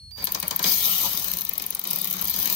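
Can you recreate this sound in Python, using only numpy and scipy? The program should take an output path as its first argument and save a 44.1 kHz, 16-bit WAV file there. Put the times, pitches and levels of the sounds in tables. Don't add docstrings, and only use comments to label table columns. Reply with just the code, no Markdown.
import sys
import numpy as np
from scipy import signal
from scipy.fft import rfft, irfft, next_fast_len
from scipy.io import wavfile
from scipy.ndimage import uniform_filter1d

SR = 44100
rng = np.random.default_rng(int(sys.argv[2]) if len(sys.argv) > 2 else 0)


def gain_from_decibels(decibels):
    exponent = np.asarray(decibels, float) / 20
    return 10 ** exponent


def master(y):
    cut = np.clip(np.atleast_2d(y).T, -1, 1)
    pcm = np.round(cut * 32767)
    wavfile.write(sys.argv[1], SR, pcm.astype(np.int16))


N = 112455


def rms_one(x):
    return x / np.sqrt(np.mean(x ** 2) + 1e-20)


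def in_time(rows):
    s, *columns = np.transpose(rows)
    return [np.interp(np.arange(N) / SR, s, column) for column in columns]


def at_hz(points, hz):
    table_hz, value = np.transpose(points)
    return np.interp(np.log(hz), np.log(table_hz), value)


def drift(rate_hz):
    r = np.exp(-2 * np.pi * rate_hz / SR)
    noise = rng.standard_normal(N + SR)
    return rms_one(signal.lfilter([1], [1, -2 * r, r * r], noise)[SR:])


def fade(x, t60):
    return signal.lfilter([1], [1, -gain_from_decibels(-60 / (t60 * SR))], x + 1e-18)


def band(x, low, high):
    # (pitch [Hz], likeness [0-1])
    likeness = [(60, 0.99), (130, .95), (250, 0.5), (600, 0.9), (1500, 0.18), (4000, 0.14), (9000, 0.17)]
    # (pitch [Hz], left over right [dB])
    left_over_right = [(60, -1), (180, .5), (350, 2.5), (800, 7.5), (2800, 3.5), (5500, 5.5), (9000, 11),
                       (14000, 8)]
    mid, side = signal.sosfilt(signal.butter(2, [low, high], "band", fs=SR, output="sos"), x)
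    hz = np.sqrt(low * high)
    alike = np.clip(at_hz(likeness, hz), 0, 1)
    left_db = at_hz(left_over_right, hz) / 2
    ports = np.sqrt(1 + alike) * mid + np.sqrt(1 - alike) * side * [[1], [-1]]
    return gain_from_decibels(np.array([[left_db], [-left_db]])) * ports


def air():
    # (pitch [Hz], level [dB per Hz])
    air_colour = [(25, -40), (66, 10.5), (120, -7), (290, -28.5), (690, -57), (2500, -38), (5000, -36),
                  (9000, -52)]
    # (time [s], level [dB])
    breeze = [(0, -48.5), (.3, -52.5), (1.1, -51), (1.4, -56), (2.1, -66.5), (2.25, -50), (2.55, -52)]
    white = rng.standard_normal((2, 2, N))
    borders = np.geomspace(25, 16000, num=20)
    out = np.zeros((2, N))
    for k, (low, high) in enumerate(zip(borders[:-1], borders[1:])):
        lumps_db = at_hz(air_colour, np.sqrt(low * high)) + 2 * drift(0.69)
        out += gain_from_decibels(lumps_db) * band(white[k % 2], low, high)
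    return gain_from_decibels(in_time(breeze)[0]) * rms_one(out)


def whine():
    # (time [s], pitch [Hz], level [dB])
    whine_path = [(0, 4343, -47.5), (.112, 4330, -49), (.118, 4696, -47.5), (.2, 4720, -42.5),
                  (.235, 4735, -43), (.255, 4740, -56), (.29, 4745, -48), (.315, 4745, -49),
                  (.335, 4745, -62), (.37, 4740, -52), (.47, 4740, -53), (.49, 4740, -62), (.53, 4735, -55),
                  (.58, 4720, -59), (.68, 4900, -110)]
    hz, db = in_time(whine_path)
    turn = 2 * np.pi * np.cumsum(hz) / SR
    stepped_up = np.arange(N) / SR > 0.115
    tone = np.sin(turn) * gain_from_decibels(8 * stepped_up * np.array([[-1], [1]]))
    for multiple, before_db, after_db in [(2, -11, -11), (3, -58, -15)]:
        tone = tone + gain_from_decibels(np.where(stepped_up, after_db, before_db)) * np.sin(multiple * turn)
    waver_db = 4 * (-0.4 + stepped_up) * np.array([drift(9.8), drift(81)])
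    return np.sqrt(2) * gain_from_decibels(db + waver_db) * tone


def pawl_blows():
    # (time [s], tick peak [dB], knock [dB])
    switch = [
        (0.108, -51, -49),
        (1.408, -8, -66),
    ]
    # (time [s], tick peak [dB], knock [dB])
    creeping = [(0.223, -25.5, -59), (0.2404, -6, -43), (0.2467, -16, -61), (0.2506, -16, -54),
                (0.2536, -18, -55), (0.2689, -21, -23), (0.3197, -5.5, -64), (0.3464, -17.5, -20),
                (0.399, -9, -66), (0.4259, -18.5, -21.5), (0.4782, -11, -51), (0.508, -19, -20),
                (0.5601, -10.5, -56), (0.591, -17, -21), (0.627, -15.5, -54), (0.6398, -20, -16.5)]
    racing = [0.662, .674, 0.686, 0.696, 0.715, 0.728, 0.743, 0.757, 0.77, 0.786, 0.803, 0.841, 0.857,
              0.869, .883, .896, 0.913, 0.929, 0.939, 0.954, 0.97, 0.984, 0.996, 1.014, 1.024, 1.038, 1.056,
              1.072, 1.091]
    # (time [s], tick peak [dB])
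    easing = [(1.1303, -15), (1.1493, -16.5), (1.1724, -17), (1.1962, -18.5), (1.222, -22), (1.242, -13.5),
              (1.281, -15.5), (1.2994, -25), (1.3132, -17.5), (1.3345, -14), (1.369, -17.5), (1.3848, -17),
              (1.4155, -16.5)]
    # (time [s], tick peak [dB], knock [dB])
    ticking = [(1.4484, -14.5, -54), (1.466, -97, -33), (1.4912, -7, -41), (1.509, -35, -31),
               (1.534, -10, -45), (1.5526, -41, -32.5), (1.578, -9.5, -43), (1.596, -35, -29),
               (1.62, -12.5, -36), (1.638, -38, -34.5), (1.6623, -8.5, -58), (1.68, -40, -38.5),
               (1.704, -11, -68), (1.723, -40, -34), (1.7478, -8, -51), (1.767, -38, -33.5),
               (1.7922, -9, -59), (1.8125, -28, -34.5), (1.838, -13, -52), (1.8509, -29, -27.5)]
    # (time [s], tick peak [dB], knock [dB])
    pulling = [(1.8718, -9, -44), (1.8833, -27, -37), (1.9025, -19, -52), (1.908, -14, -33.5),
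               (1.93, -14, -31.5), (1.958, -11, -32), (1.971, -32, -31), (1.985, -13.5, -50),
               (2.0138, -11, -66), (2.0242, -35, -30), (2.0427, -8, -44), (2.0524, -14.5, -32.5),
               (2.0714, -11, -33), (2.0807, -19, -60), (2.0986, -14.5, -46), (2.126, -11.5, -45),
               (2.136, -14, -29.5), (2.1547, -24, -52), (2.1655, -19, -29.5), (2.1834, -28, -55),
               (2.1927, -25, -31),
               (2.1086, -12, -34), (2.211, -16, -51), (2.2144, -12, -55), (2.2212, -16, -31.5),
                  (2.24, -21, -54), (2.243, -14.5, -56), (2.2515, -6, -42), (2.2723, -14.5, -35),
                  (2.2802, -7, -29.5), (2.296, -12, -53), (2.3001, -9.5, -55), (2.309, -16.5, -42),
                  (2.338, -15, -25.5), (2.3601, -15, -40), (2.370, -30, -29), (2.388, -14, -34),
                  (2.398, -16, -44), (2.416, -26, -57), (2.427, -15, -29.5), (2.446, -25, -39),
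                  (2.456, -12, -27.5), (2.472, -9, -37), (2.498, -9.5, -33), (2.524, -8, -37)]
    racing_ticks = [(s, -21.5) for s in racing]
    merged = [(s, db, db - 19) for s, db in racing_ticks + easing]
    return np.transpose(switch + creeping + merged + ticking + pulling)


def grit(rough_db, rate_hz):
    return rms_one(rng.standard_normal((2, 2, N)) * gain_from_decibels(rough_db * drift(rate_hz)))


def small_modes(x, count=110):
    t60_s, modes_db = 0.07, -1
    size = next_fast_len(N + SR // 4)
    hz = np.arange(size // 2 + 1) * SR / size
    lean = np.array([gain_from_decibels(10.2 * drift(2.24)) for _ in range(3)])
    lean = lean / np.sqrt(np.sum(lean ** 2, axis=0))
    out = 0
    for share in lean:
        response = np.ones((2, len(hz)), complex)
        for pitch, a, b in rng.random((count, 3)):
            mode_hz = 800 * 19 ** pitch
            width_hz = 1.1 / t60_s * (mode_hz / 1000) ** 0.55
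            first = int((mode_hz - 12 * width_hz) * size / SR)
            last = int((mode_hz + 12 * width_hz) * size / SR)
            near = slice(first, last)
            strength = gain_from_decibels(modes_db) * np.array([[4 * a - 2], [4 * b - 2]])
            response[:, near] += strength / (1 + 1j * (hz[near] - mode_hz) / width_hz)
        response = response / np.sqrt(uniform_filter1d(np.abs(response) ** 2, size=size // 50))
        out = out + irfft(rfft(share * x, size) * response, size)[:, :N]
    return out


def resonance(x, hz, width_hz):
    r = np.exp(-np.pi * width_hz / SR)
    return signal.lfilter([(1 - r * r) / 2, 0, (r * r - 1) / 2], [1, -2 * r * np.cos(2 * np.pi * hz / SR), r * r], x)


def held(x):
    # (time [s], handle ring [dB], shell ring [dB], depth of the first hollow [0-1])
    grip = [(0, 0, -6, 0.7), (.28, 4, 7, .3), (.6, 0.5, 4.5, 0.18), (.7, -3, -22, 0.5), (.82, -13, -5, .98),
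            (.9, 2.5, 4, .95), (.99, -9, -8, 0.7), (1.05, 5, 16.5, 0.37), (1.12, 3, -1, 0.1),
            (1.28, 2.5, 7, 0), (1.5, 2, -20, .7), (1.8, -6, -8, 0.3), (1.92, 7.5, 5.5, .95),
            (2.05, 2, -15, 1), (2.2, 3.5, -2, 0), (2.28, 0.5, -8, 0.9), (2.4, 2, -14, 0.35),
            (2.55, 2, 7, 0.34)]
    # (pitch [Hz], width [Hz], level [dB])
    shell = [(581, 59, 0), (845, 27, 1.5), (975, 68, -2)]
    # (pitch [Hz], width [Hz])
    hollows = [(1580, 200), (2700, 110), (3290, 90), (5360, 120), (7400, 300), (10200, 400), (4750, 70),
               (8600, 200)]
    handle_db, shell_db, depth = in_time(grip)
    handle = gain_from_decibels(14 + handle_db) * resonance(x.mean(axis=0), 181.2, 12.3)
    out = small_modes(x)
    for hz, width_hz, db in shell:
        out = out + gain_from_decibels(db + shell_db) * resonance(x, hz, width_hz)
    for k, (hz, width_hz) in enumerate(hollows):
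        share = np.clip(depth if k == 0 else 0.7 + 0.35 * drift(5), 0, 1)
        for shift in (0.96, 1.04) if k == 0 else (1, 1):
            out = out - share * resonance(out, hz * shift, width_hz)
    return out + handle


def ratchet():
    # (time [s], effort [dB], looseness of the head [dB])
    gear_grind = [(0, -76, -7), (.12, -93, 9), (.18, -47.5, -7), (.23, -44.5, -8.5), (.26, -47, -0.5),
                  (.61, -46.5, -3), (.665, -29, 1), (.81, -34, 4.5), (.86, -31, 4.5), (1.06, -32.5, 3),
                  (1.15, -38, 2.5), (1.38, -44.5, 2), (1.45, -47.5, 0.5), (1.83, -48.5, -2.5),
                  (1.9, -42, 1.5), (2.2, -43, -0.5), (2.42, -39, 3), (2.55, -37, 2)]
    # (pitch [Hz], level [dB per Hz])
    housing = [(110, -5.5), (182, -2), (330, -5), (600, -7.5), (980, -2), (1580, -1.5), (2400, -1)]
    # (pitch [Hz], level [dB per Hz])
    neck = [(2400, -5), (2700, -4), (3590, -1), (5310, -2), (6400, -2), (7400, -11), (9500, -5.5)]
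    # (pitch [Hz], level [dB per Hz])
    head = [(9500, -10), (10200, -16), (11300, -9.5), (13200, -2), (15000, -5), (16200, -3)]
    # (time to fall 60 dB [s], level [dB])
    ring_on = [
        (.04, -17),
        (0.102, -7),
        (0.199, 4),
    ]
    s, tick_db, knock_db = pawl_blows()
    at = (s * SR).astype(int)
    effort_db, loose_db = in_time(gear_grind)
    rattle, gears, flutter = grit(2.96, 1160), grit(3.3, 1400), drift(19)
    tick = gain_from_decibels(np.minimum(tick_db, -12) - 13.5)
    knock = gain_from_decibels(knock_db - 10)

    contact, snap = int(0.0045 * SR), 0.00039 * SR
    swell = np.bartlett(2 * contact)[None] ** 1.7
    swell = swell + gain_from_decibels(1) * np.exp(-np.abs(np.arange(2 * contact) - contact) / snap)

    housing_grind_db = effort_db - 10 - 0.88 * loose_db
    parts = [(head, np.geomspace(9500, 16200, num=8), tick, 0 * tick, effort_db + loose_db),
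             (neck, np.geomspace(2400, 9500, num=12), knock, tick * gain_from_decibels(-16), effort_db),
             (housing, np.geomspace(110, 2400, num=11), knock * gain_from_decibels(-13), 0 * tick, housing_grind_db)]
    out = np.zeros((2, N))
    for (colour, borders, blow, crack, grind_db), (t60, ring_db) in zip(parts, ring_on):
        gains = gain_from_decibels(at_hz(colour, np.sqrt(borders[1:] * borders[:-1])))
        gains = gains / np.sqrt(np.sum(gains ** 2 * np.diff(borders)) / (SR / 2))
        chance = gain_from_decibels(2 * rng.standard_normal((len(s), len(gains))))
        if colour is head:
            catch_db = np.clip(knock_db - tick_db + 3, -10, 10)
            chance = chance * gain_from_decibels(0.18 * np.outer(catch_db, np.linspace(-0.5, 0.5, len(gains))))
        for k, gain in enumerate(gains):
            blows = np.zeros((2, N))
            blows[:, at] = [(blow + crack) * chance[:, k], blow * chance[:, k]]
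            push = signal.oaconvolve(blows, swell, axes=1)[:, contact // 2 + 20:][:, :N]
            shape = push[0] + gain_from_decibels(ring_db) * fade(push[1] / swell.sum(), t60)
            dull_db = 0
            if colour is neck:
                octaves = max(np.log2(borders[k] / 1670), 0)
                dull_db = 0.25 * np.minimum(effort_db + 41.5, 0) * octaves
            grind = gain_from_decibels(grind_db + dull_db + 0.51 * flutter + 2.45 * drift(12.7))
            noise = shape * rattle[k % 2] + grind * gears[k % 2]
            out += gain * band(noise, borders[k], borders[k + 1])
    return held(out)


def scene():
    return air() + whine() + ratchet()


def band_limit(x):
    return signal.sosfilt(signal.butter(12, 16950, fs=SR, output="sos"), x)


def record(dry):
    lag = 12
    late = np.array([dry[0], np.pad(dry[1], (lag, 0))[:N]])
    rounded = np.tanh(late)
    top_cut = signal.cheby2(12, 32, 16050, fs=SR, output="sos")
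    return band_limit(signal.sosfilt(top_cut, rounded))


dry = scene()
out = record(dry)
master(out)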